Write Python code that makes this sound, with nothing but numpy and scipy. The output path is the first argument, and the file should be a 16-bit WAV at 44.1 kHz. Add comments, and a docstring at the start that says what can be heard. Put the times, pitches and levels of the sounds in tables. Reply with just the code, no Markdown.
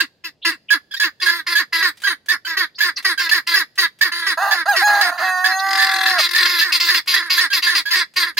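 """Guinea fowl cackle a few metres from a phone in an open farm run: a raspy syrinx buzz through throat and beak,
often opened by a short whistle or thin squeak; one bird rattles the same buzz in bursts.
A rooster crows once among them, a stack of partials between clear and hoarse that doubles its period
in the long last syllable. Ticks and scratching feet are scraps of noise; behind lie a short echo
off ground, fence and shed and a faint rumble of the yard."""
import sys
import numpy as np
from scipy import signal
from scipy.fft import rfft, irfft, next_fast_len
from scipy.io import wavfile
from scipy.ndimage import uniform_filter1d

SR = 44100
rng = np.random.default_rng(int(sys.argv[2]) if len(sys.argv) > 2 else 0)


def dump_mix(stems):
    """Bounce the given channels to the path in sys.argv[1] as a 16-bit WAV at rate SR."""
    frames = np.atleast_2d(stems).T  # one column per channel
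    limited = np.clip(frames, -1, 1)  # hard clip at full scale
    pcm = np.round(limited * 32767).astype(np.int16)
    wavfile.write(sys.argv[1], SR, pcm)


N = 369999

LEFT, RIGHT = 0, 1  # the two calling birds, as rows of FOWL
# The two birds. Each row: pitch every note sags toward in Hz, swell over a note in dB, lag at the left port
# in samples, throat resonance in Hz before the beak moves it, its gain in dB, beak resonances as a ratio.
FOWL = [(331.6, -0.5, 0.8, 1985, 16.4, 1.0206), (318, -3.5, 6, 1886, 15, 1.025)]
# Notes shorter than FULL_S (seconds) sag further.
CLIPPED_HZ_PER_S, FULL_S = 453, 0.08
# Cackles. Each row: start in seconds, length in seconds, opening pitch in Hz, relative level in dB,
# beak opening in dB, bird.
CACKLES = [(0, 0.045, 380, -26, -.5, RIGHT), (0.237, 0.058, 351, -34, 2, RIGHT),
           (0.446, 0.066, 344, -18.5, -0.5, RIGHT), (0.511, 0.038, 386, -28, -8.5, LEFT),
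           (0.727, 0.043, 358, -19, -10, RIGHT), (1.029, 0.052, 370, -18, -4, RIGHT),
           (1.212, 0.1, 376, -21.5, -0.5, LEFT), (1.289, .12, 356, -23, -3.5, RIGHT),
           (1.463, 0.089, 359, -20.5, -2, LEFT), (1.589, 0.04, 397, -18, -6, RIGHT),
           (1.722, 0.11, 339, -19.5, -2, LEFT), (1.82, 0.081, 391, -15.5, -5, RIGHT),
           (2.065, 0.069, 403, -18, -4.5, RIGHT), (2.313, 0.043, 397, -18.5, -6.5, RIGHT),
           (2.465, .09, 341, -25.5, -3.5, RIGHT), (2.565, 0.087, 395, -17, -5, RIGHT),
           (2.779, 0.089, 348, -32, 3, RIGHT), (2.836, 0.07, 383, -19, -4, RIGHT),
           (2.966, 0.035, 411, -30, 1, LEFT), (3.043, .092, 404, -17, -3, RIGHT),
           (3.185, 0.097, 365, -22.5, -1, LEFT), (3.288, 0.015, 348, -20.5, 5, LEFT),
           (3.336, 0.059, 394, -18, -2.5, RIGHT), (3.466, 0.082, 353, -21, 0.5, LEFT),
           (3.55, 0.08, 409, -17, -2, RIGHT), (3.775, 0.088, 402, -16.5, -1, RIGHT),
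           (4.036, 0.059, 397, -19.5, -5, RIGHT), (4.114, 0.18, 353, -25, -3, RIGHT),
           (4.261, 0.077, 411, -19, -2.5, RIGHT), (4.535, 0.097, 368, -21, -7.5, RIGHT),
           (4.757, .075, 392, -15.5, -4, RIGHT), (4.874, 0.15, 353, -23.5, -10, LEFT),
           (5.015, 0.09, 383, -17.5, -5.5, RIGHT), (5.173, 0.13, 361, -23.5, -9.5, LEFT),
           (5.465, 0.07, 362, -21, -6.5, RIGHT), (5.823, 0.12, 359, -24.5, -7, LEFT),
           (6.086, 0.1, 382, -21, -2.5, RIGHT), (6.178, .092, 374, -20.5, 4.5, LEFT),
           (6.378, 0.088, 388, -18, -2.5, LEFT), (6.447, .17, 366, -20, .5, LEFT),
           (6.582, 0.055, 333, -31, 14.5, LEFT), (6.638, 0.076, 390, -21.5, -5, RIGHT),
           (6.717, 0.067, 378, -22.5, 7.5, LEFT), (6.795, .11, 353, -22, 5, LEFT),
           (6.897, 0.066, 398, -19.5, -.5, RIGHT), (6.939, 0.056, 383, -20, 4, LEFT),
           (7.07, 0.12, 374, -23, 5.5, LEFT), (7.155, 0.069, 399, -19.5, -7.5, LEFT),
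           (7.219, .075, 357, -29, -6.5, RIGHT), (7.295, .11, 376, -22, 5, LEFT),
           (7.399, .069, 386, -18, -1.5, RIGHT), (7.524, 0.071, 398, -21, 5, LEFT),
           (7.619, 0.079, 364, -22, 3, LEFT), (7.697, 0.067, 385, -21.5, -2.5, RIGHT),
           (7.744, 0.066, 400, -20.5, 4.5, LEFT), (7.901, 0.074, 358, -23, 3.5, RIGHT),
           (7.948, 0.083, 389, -17.5, -1, LEFT), (8.157, 0.095, 377, -19, 1, LEFT),
           (8.24, 0.069, 367, -24.5, -7.5, LEFT), (8.371, 0.053, 353, -22, 6, LEFT)]
# Windpipe colour of the buzz. Each row: frequency in Hz, gain in dB.
WINDPIPE = [(120, -81), (300, -39.5), (780, -14.5), (1050, 0.5), (1400, -4.5), (2300, -2), (2700, -45),
            (4000, -24.5)]
# Beak resonances before a bird's size and beak movement scale them.
# Each row: frequency in Hz, width in Hz, gain in dB.
BEAK = [(2690, 1300, -11.5), (3043, 630, -16.5), (3986, 460, -2), (4657, 346, 1), (6260, 1000, -14.5)]
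# Colour of the breath hiss. Each row: frequency in Hz, gain in dB.
HISS = [(5000, -41), (7500, -6.5), (11800, -5), (15500, -8)]
CHEST_DB = -19.5  # chest note, the buzz's first partial
# While the birds still rise from the ground (seconds), chest note and opening squeak are stronger, by up to CROUCH_DB.
RISEN_S, CROUCH_DB = 1.5, 12.5
# Rattling calls. Each row: start in seconds, number of bursts, first gap in seconds, last gap in seconds,
# pitch in Hz, relative level in dB, beak opening in dB.
RATTLES = [(5.593, 23, .0215, .0248, 342.3, -17.5, -2), (6.2, 12, 0.02023, 0.0251, 353.8, -17, 0)]
# Whistles, mostly opening a cackle of the bird on the right.
# Each row: start in seconds, length in seconds, pitch in Hz, relative level in dB.
WHISTLES = [(0, 0.015, 1617, -17.5), (0.702, 0.0416, 1666, -15.5), (0.909, 0.026, 1710, -42),
            (0.936, 0.019, 1615, -29.5), (0.963, 0.019, 1830, -35), (.996, 0.044, 1695, -17),
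            (1.198, 0.024, 1720, -38), (1.258, 0.05, 1676, -18.5), (1.55, 0.046, 1700, -15.5),
            (2.034, 0.053, 1610, -22.5), (2.283, 0.04, 1760, -18), (2.447, .026, 1540, -31),
            (2.803, 0.039, 1710, -16), (3.174, 0.046, 1595, -24.5), (3.31, 0.03, 1760, -14.5),
            (3.536, 0.021, 1700, -16), (4.009, 0.03, 1766, -13), (4.507, 0.034, 1727, -17),
            (5.008, 0.014, 1714, -16), (5.44, 0.035, 1744, -17), (5.781, 0.063, 1753, -18),
            (6.061, 0.027, 1780, -18.5), (6.345, 0.033, 1790, -16), (6.609, 0.032, 1746, -18),
            (6.883, 0.029, 1732, -16), (7.136, 0.018, 1755, -15), (7.377, 0.026, 1762, -16),
            (7.499, 0.043, 1630, -27), (7.663, 0.046, 1744, -18.5), (7.853, 0.048, 1647, -27),
            (7.927, 0.024, 1804, -18.5), (8.368, 0.02, 1705, -25)]
# Louder whistles are purer, and the overtones dim as the bird turns away:
# relative overtones in dB at the start for a -19 dB whistle, dB per dB of level, dB per second.
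OVERTONES_DB, PURITY_DB_PER_DB, TURN_DB_PER_S = -10, -0.75, -0.53
# Thin squeaks ahead of a cackle. Each row: start in seconds, length in seconds, first pitch in Hz,
# last pitch in Hz, peak level in dB.
SQUEAKS = [(0.414, 0.044, 2860, 4240, -29), (0.683, 0.026, 3030, 2640, -20.5),
           (2.741, 0.042, 3760, 5400, -36.5), (2.958, 0.027, 5650, 3790, -19.5),
           (5.584, 0.03, 3450, 5240, -20.5)]
# The crow, one list a syllable. Each row: time in seconds, pitch in Hz, relative level in dB.
CROW = [
    [(4.372, 636, -19), (4.386, 664.6, -24.5), (4.426, 801, -23), (4.532, 786, -27), (4.58, 682, -45)],
    [(4.655, 586, -19), (4.672, 747, -25), (4.688, 822, -15), (4.717, 817, -18), (4.751, 637, -23),
     (4.765, 660, -31)],
    [(4.815, 735, -16.5), (4.839, 835, -18), (5.015, 809, -20), (5.045, 728, -28), (5.105, 704, -25.5)],
    [(5.11, 716, -30.5), (5.18, 731, -38.5), (5.205, 616, -29), (5.233, 752.6, -21.5), (5.38, 730, -25),
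     (5.65, 777, -24), (5.9, 771.5, -27), (6.113, 755, -26), (6.181, 703, -25.5), (6.2, 598, -19),
     (6.23, 540, -57)],
]
# The crow's voice. Each row: time in seconds, half-pitch lines in dB, hoarseness in dB.
CROW_VOICE = [(4.37, -1, -9), (4.6, -1, 0), (4.68, -9, -27), (4.74, -44, -12), (4.77, -30, -4),
              (4.83, -50, -54), (4.875, -46, -7.5), (4.89, -12.5, -10), (5.1, -6, -10), (5.15, 5.5, -3.5),
              (5.22, -20, -4.5), (5.245, 0.5, -19), (6.16, 1.5, -29.5), (6.22, -30, -2)]
# The rooster's throat. Each row: frequency in Hz, gain in dB.
CROW_THROAT = [(120, -57), (380, -39), (700, -3.5), (1900, -5.5), (2250, -43), (2600, -15), (3200, -30.5),
               (4100, -18), (4900, -20), (5700, -41), (6600, -18.5), (7400, -41.5), (10000, -31.5),
               (15000, -33)]
EFFORT_DB_PER_DB = -0.08  # the crow's upper partials fall slightly less than its level
# Small ticks before a call and scratching feet. 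Each row: start in seconds, peak level in dB.
TICKS = [(1.957, -50), (1.972, -35), (2.001, -34.5), (2.019, -25), (2.26, -36), (3.026, -30.5),
         (3.756, -36), (3.988, -36), (7.06, -32.5), (8.138, -37), (8.346, -46)]
# Colour of the yard's rumble. Each row: frequency in Hz, gain in dB.
YARD = [(20, -17.5), (150, -14.5), (600, -20.5), (1300, -36.5), (4400, -34.5), (20000, -69.5)]
YARD_DB = -62.5
TOP_HZ = 15800  # top of the phone's range


def cackles():
    """Each note sags from its opening pitch toward the bird's resting pitch, fastest at the end."""
    out = np.zeros((2, N))
    for s, length, first_hz, db, beak_db, bird in CACKLES:
        rest_hz, swell_db, *build = FOWL[bird]
        last_hz = rest_hz - CLIPPED_HZ_PER_S * max(FULL_S - length, 0)
        n = next_fast_len(int((length + 0.047) * SR))
        u = np.arange(n) / SR / length
        hz = first_hz + (last_hz - first_hz) * (0.15 + u ** 2)
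        breath = swell(n, length, rise=0.0081, fall=0.041)
        breath = breath * undb(swell_db * (np.minimum(u, 1) - 0.5))
        crouch_db = CROUCH_DB * max(1 - s / RISEN_S, 0)
        add(out, undb(db) * buzz(hz, breath, beak_db, *build, crouch_db), s)
    return out


def buzz(hz, breath, beak_db, lag, throat_hz, throat_db, size, crouch_db=0):
    """Uneven syrinx pulses, each with a puff of air; a wider beak raises the throat resonance."""
    n = len(hz)
    t = np.arange(n) / SR
    turns = np.cumsum(hz * (1 + 0.021 * wander(n, hz=300))) / SR
    # sixteen equal harmonics make one sharp pulse a turn
    half = np.pi * (turns - np.round(turns)) + 1e-9
    pulses = np.sin(33 * half) / np.sin(half) - 1
    pulses = level(pulses * undb(2.5 * wander(n, hz=120)), 0)
    # air is strongest as each pulse opens
    puffs = level(rng.standard_normal(n) * (1.3 + np.exp(-(turns % 1) / 1.1)), 0)
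    voiced = pulses + undb(-6) * puffs

    source = colour(voiced * breath, WINDPIPE)
    throat_modes = [(throat_hz + 20 * beak_db, 380, throat_db)]
    throat = closing(source, throat_modes, 0.99, 0.897, order=2)
    low = level(throat - np.roll(source, 40), 0)
    # the phone's body shades the left port in the throat band
    low = np.array([undb(-2.0) * np.roll(low, 2), undb(2.0) * low])

    scale = np.sqrt(np.mean(breath ** 2))
    chest = undb(CHEST_DB + crouch_db) * np.sin(2 * np.pi * turns)
    chest = chest * uniform_filter1d(breath, size=800) / scale
    chest = chest * undb(2 * wander(n, hz=45)) * np.clip(t / 0.021, 0, 1)

    # the rasp needs more pressure than the buzz, so it dies first and comes in patches
    rasp = (undb(-7.5) * pulses + puffs) * breath ** 1.86
    rasp = rasp * undb(1.05 * wander(n, hz=70))

    # the syrinx squeaks for a moment before the buzz settles
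    opening = puffs * breath * np.exp(-t / 0.018)
    squeak = ring(opening, [(2700, 350, beak_db + 15 + crouch_db)], order=2) / scale
    squeak = squeak * undb([[2], [-2.5]])
    return scale * (low + chest + breathy(rasp, beak_db, lag, size) + squeak)


def breathy(puffs, beak_db, lag, size=1):
    """Turbulent air through beak resonances that reach the left port late, plus a hiss unlike at each port."""
    size = size + 0.022 * rng.standard_normal()
    port_lag = np.array([[lag], [0]])
    beak = closing(puffs, BEAK, 1.0244 * size, 0.83 * size, order=2, lag=port_lag)
    other = np.abs(puffs) * np.sign(rng.standard_normal(len(puffs)))
    hiss = colour(puffs + 0.11 * other * np.array([[1], [-1]]), HISS)
    # every call finds its own bright spots in the hiss
    spots = [(hz, 500, 7) for hz in rng.uniform(7100, 14780, size=4)]
    hiss = (hiss + ring(hiss, spots)) * undb(1.8 * wander(len(puffs), hz=60))
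    return level(beak, beak_db) + level(hiss, beak_db - 13.0)


def closing(x, modes, start, end, **more):
    """Resonances that slide from start to end times their frequency as the beak closes."""
    u = np.linspace(0, 1, len(x))
    # crossfade two fixed sets of resonances
    opened = ring(x * (1 - u), [(hz * start, width, db) for hz, width, db in modes], **more)
    closed = ring(x * u, [(hz * end, width, db) for hz, width, db in modes], **more)
    return opened + closed


def rattles():
    """The same buzz chopped into bursts that slow down, stronger at the left port."""
    out = np.zeros((2, N))
    for s, count, first_gap, last_gap, hz, db, beak_db in RATTLES:
        edges = np.cumsum(np.r_[0, np.linspace(first_gap, last_gap, int(count))])
        n = next_fast_len(int((edges[-1] + 0.029) * SR))
        beat = np.interp(np.arange(n) / SR, edges, np.arange(len(edges))) % 1
        bursts = 0.05 + np.sin(np.pi * beat ** 0.75) ** 2
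        breath = bursts * swell(n, edges[-1], rise=0.15, fall=0.1)
        sound = buzz(np.full(n, 1.0 * hz), breath, beak_db, *FOWL[LEFT][2:])
        add(out, undb(db + np.array([[2.5], [-2.5]])) * sound, s)
    return out


def whistles():
    """A near-pure tone with two overtones that grows until it breaks off."""
    out = np.zeros((2, N))
    for s, length, hz, db in WHISTLES:
        over_db = OVERTONES_DB + PURITY_DB_PER_DB * (db + 19) + TURN_DB_PER_S * s
        n = next_fast_len(int((length + 0.053) * SR))
        t = np.arange(n) / SR
        glide = 0.043 * (t / length - 0.5)
        turns = np.cumsum(hz * (1 + glide + 0.016 * wander(n, hz=250))) / SR
        gate = swell(n, length, rise=0.0039, fall=0.0078) ** 2
        # escaping air roughens the tone
        air = rng.standard_normal(n) * gate
        beak_air = breathy(air, db - 5.5 + 0.14 * over_db, 4.92)
        add(out, beak_air + level(colour(air, WINDPIPE), db - 18.0), s)
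        # left then right port: fundamental's shading in dB, lag in samples
        for port, (shade_db, lag) in enumerate([(-10.0, 6.3), (-0.5, 4.3)]):
            late = 2 * np.pi * (turns - hz * lag / SR)
            overtones = np.sin(2 * late) + 0.5 * np.sin(3 * late)
            tone = undb(shade_db) * np.sin(late) + undb(over_db - 5.0) * overtones
            grow = undb(db + 4.5 + 2.4 * (t / length + 1.5) + 2.16 * wander(n, hz=200))
            add(out[port:port + 1], tone * grow * gate, s)
    return out


def squeaks():
    """A thin tone of unsteady pitch that sweeps up or down, fading in and out."""
    out = np.zeros((2, N))
    for s, length, first_hz, last_hz, db in SQUEAKS:
        n = int(length * SR)
        hz = np.linspace(first_hz, last_hz, n) * (1 + 0.094 * wander(n, hz=910))
        add(out, undb(db) * np.sin(2 * np.pi * np.cumsum(hz) / SR) * np.hanning(n), s)
    return out


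def crow():
    """Partials of half the pitch: odd ones sound when the period doubles; hoarseness adds throat noise."""
    out = np.zeros((2, N))
    k = np.arange(1, 40)[:, None]
    voice_s, half_points, hoarse_points = np.transpose(CROW_VOICE)
    for syllable in CROW:
        s, hz, db = np.transpose(syllable)
        t = np.arange(s[0], s[-1], 1 / SR)
        n = len(t)
        level_db = np.interp(t, s, db)
        half_gain = undb(np.interp(t, voice_s, half_points))
        hoarse = undb(np.interp(t, voice_s, hoarse_points))
        half_hz = uniform_filter1d(np.interp(t, s, hz), size=600) / 2
        half_hz = half_hz * (1 + 0.022 * hoarse * wander(n, hz=169))

        # gains are held for 64 samples at a time
        gains = curve(k * half_hz[::64], CROW_THROAT).repeat(64, axis=1)[:, :n]
        gains = gains * np.where(k % 2, half_gain, 1)
        # upper partials come and go, and thin out with the doubled period, the even ones most
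        drift = np.array([wander(n // 64 + 1, hz=3820) for _ in k])  # about 60 changes a second once held
        patchy = undb(4.7 * drift).repeat(64, axis=1)[:, :n]
        effort = undb(EFFORT_DB_PER_DB * (level_db - db.max()))
        thinning = undb(np.where(k % 2, -5.0, -18.0) * np.minimum(half_gain, 1))
        gains = gains * np.where(k > 5, patchy * effort * thinning, 1)

        turns = k * np.cumsum(half_hz) / SR + rng.random(k.shape)
        tone = (gains * np.sin(2 * np.pi * turns)).sum(axis=0)
        tone = tone * undb(5 * hoarse * wander(n, hz=120))
        rasp = level(colour(rng.standard_normal(n), CROW_THROAT), -1) * hoarse
        voice = (tone + rasp) * undb(level_db + 8)
        voice = voice * swell(n, t[-1] - t[0], rise=0.0081, fall=0.0067)
        add(out, voice * undb([[-1.6], [1.4]]), s[0])
    return out


def ticks():
    """Brief scrapes of noise in one broad resonance."""
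    out = np.zeros((2, N))
    t = np.arange(1024) / SR
    for s, db in TICKS:
        scrape = rng.standard_normal(len(t)) * np.exp(-t / 0.014)
        tick = ring(scrape, [(2560, 2900, 0)])
        add(out, undb(db) * tick / np.abs(tick).max(), s)
    return out


def echo(birds):
    """Ground, fence and shed return a short scatter and a fainter long one, as decaying noise."""
    t = np.arange(SR // 3) / SR
    # each falls 60 dB in the time given, in seconds
    tail = undb(-29) * undb(-60 * t / 0.085) + undb(-71) * undb(-60 * t / 0.8)
    tint = [(150, -10.5), (600, -5), (5000, 2.0), (16000, 3.0)]  # Hz, dB
    scatter = tail * colour(rng.standard_normal((2, len(t))), tint)
    return signal.fftconvolve(birds, scatter, axes=1)[:, :N]


def yard():
    """Faint outdoor rumble: coloured noise partly shared by both ports."""
    mid, side = rng.standard_normal((2, N))
    return level(colour(mid + 0.33 * side * np.array([[1], [-1]]), YARD), YARD_DB)


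def undb(db):
    """Amplitude ratio of a level in dB."""
    return 10 ** (np.asarray(db) / 20)


def level(x, db):
    """Scale a sound to an RMS level in dB."""
    return x * undb(db) / np.sqrt(np.mean(x ** 2) + 1e-18)


def curve(hz, points):
    """Gain of (Hz, dB) points joined on a log-frequency axis."""
    f, db = np.transpose(points)
    return undb(np.interp(np.log(hz + 1), np.log(f), db))


def colour(x, points):
    """Filter a sound by a gain curve of (Hz, dB) points."""
    n = x.shape[-1]
    return irfft(rfft(x) * curve(np.fft.rfftfreq(n, 1 / SR), points), n)


def ring(x, modes, order=1, lag=0):
    """Resonances (Hz, width in Hz, dB) side by side, then a delay of lag samples."""
    f = np.fft.rfftfreq(x.shape[-1], 1 / SR) + 1
    gain = sum(undb(db) / (1 + 1j * (f - hz * hz / f) / width) ** order for hz, width, db in modes)
    delay = np.exp(-2j * np.pi * f * lag / SR)
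    return irfft(rfft(x) * gain * delay, x.shape[-1])


def wander(n, hz):
    """Smooth chance of RMS 1 that changes about hz times a second."""
    k = max(int(SR / hz), 2)
    smooth = uniform_filter1d(uniform_filter1d(rng.standard_normal(n), k), k)
    return level(smooth, 0)


def swell(n, length, rise, fall):
    """Straight opening over rise, then a rounded close over fall, centred on length (all in seconds)."""
    t = np.arange(n) / SR
    close = np.sin(np.pi / 2 * np.clip((length + fall / 2 - t) / fall, 0, 1)) ** 2
    return np.clip(t / rise, 0, 1) * close


def add(out, x, s):
    """Mix a sound in at s seconds, cut at the end of the scene."""
    i = int(s * SR)
    out[:, i:i + x.shape[-1]] += x[..., :N - i]


def scene():
    """The birds and their feet, the echo around them, and the yard behind."""
    birds = cackles() + rattles() + whistles() + squeaks() + crow() + ticks()
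    return birds + echo(birds) + yard()


def record(dry):
    """The phone rounds the loudest peaks, thins the deep bass and cuts the top."""
    rounded = np.tanh(0.77 * dry) / 0.87
    bass_cut = signal.butter(2, 70, "high", fs=SR, output="sos")
    top_cut = signal.ellip(10, 0.2, 80, TOP_HZ, fs=SR, output="sos")
    return signal.sosfilt(top_cut, signal.sosfilt(bass_cut, rounded))


dry = scene()
out = record(dry)
dump_mix(out)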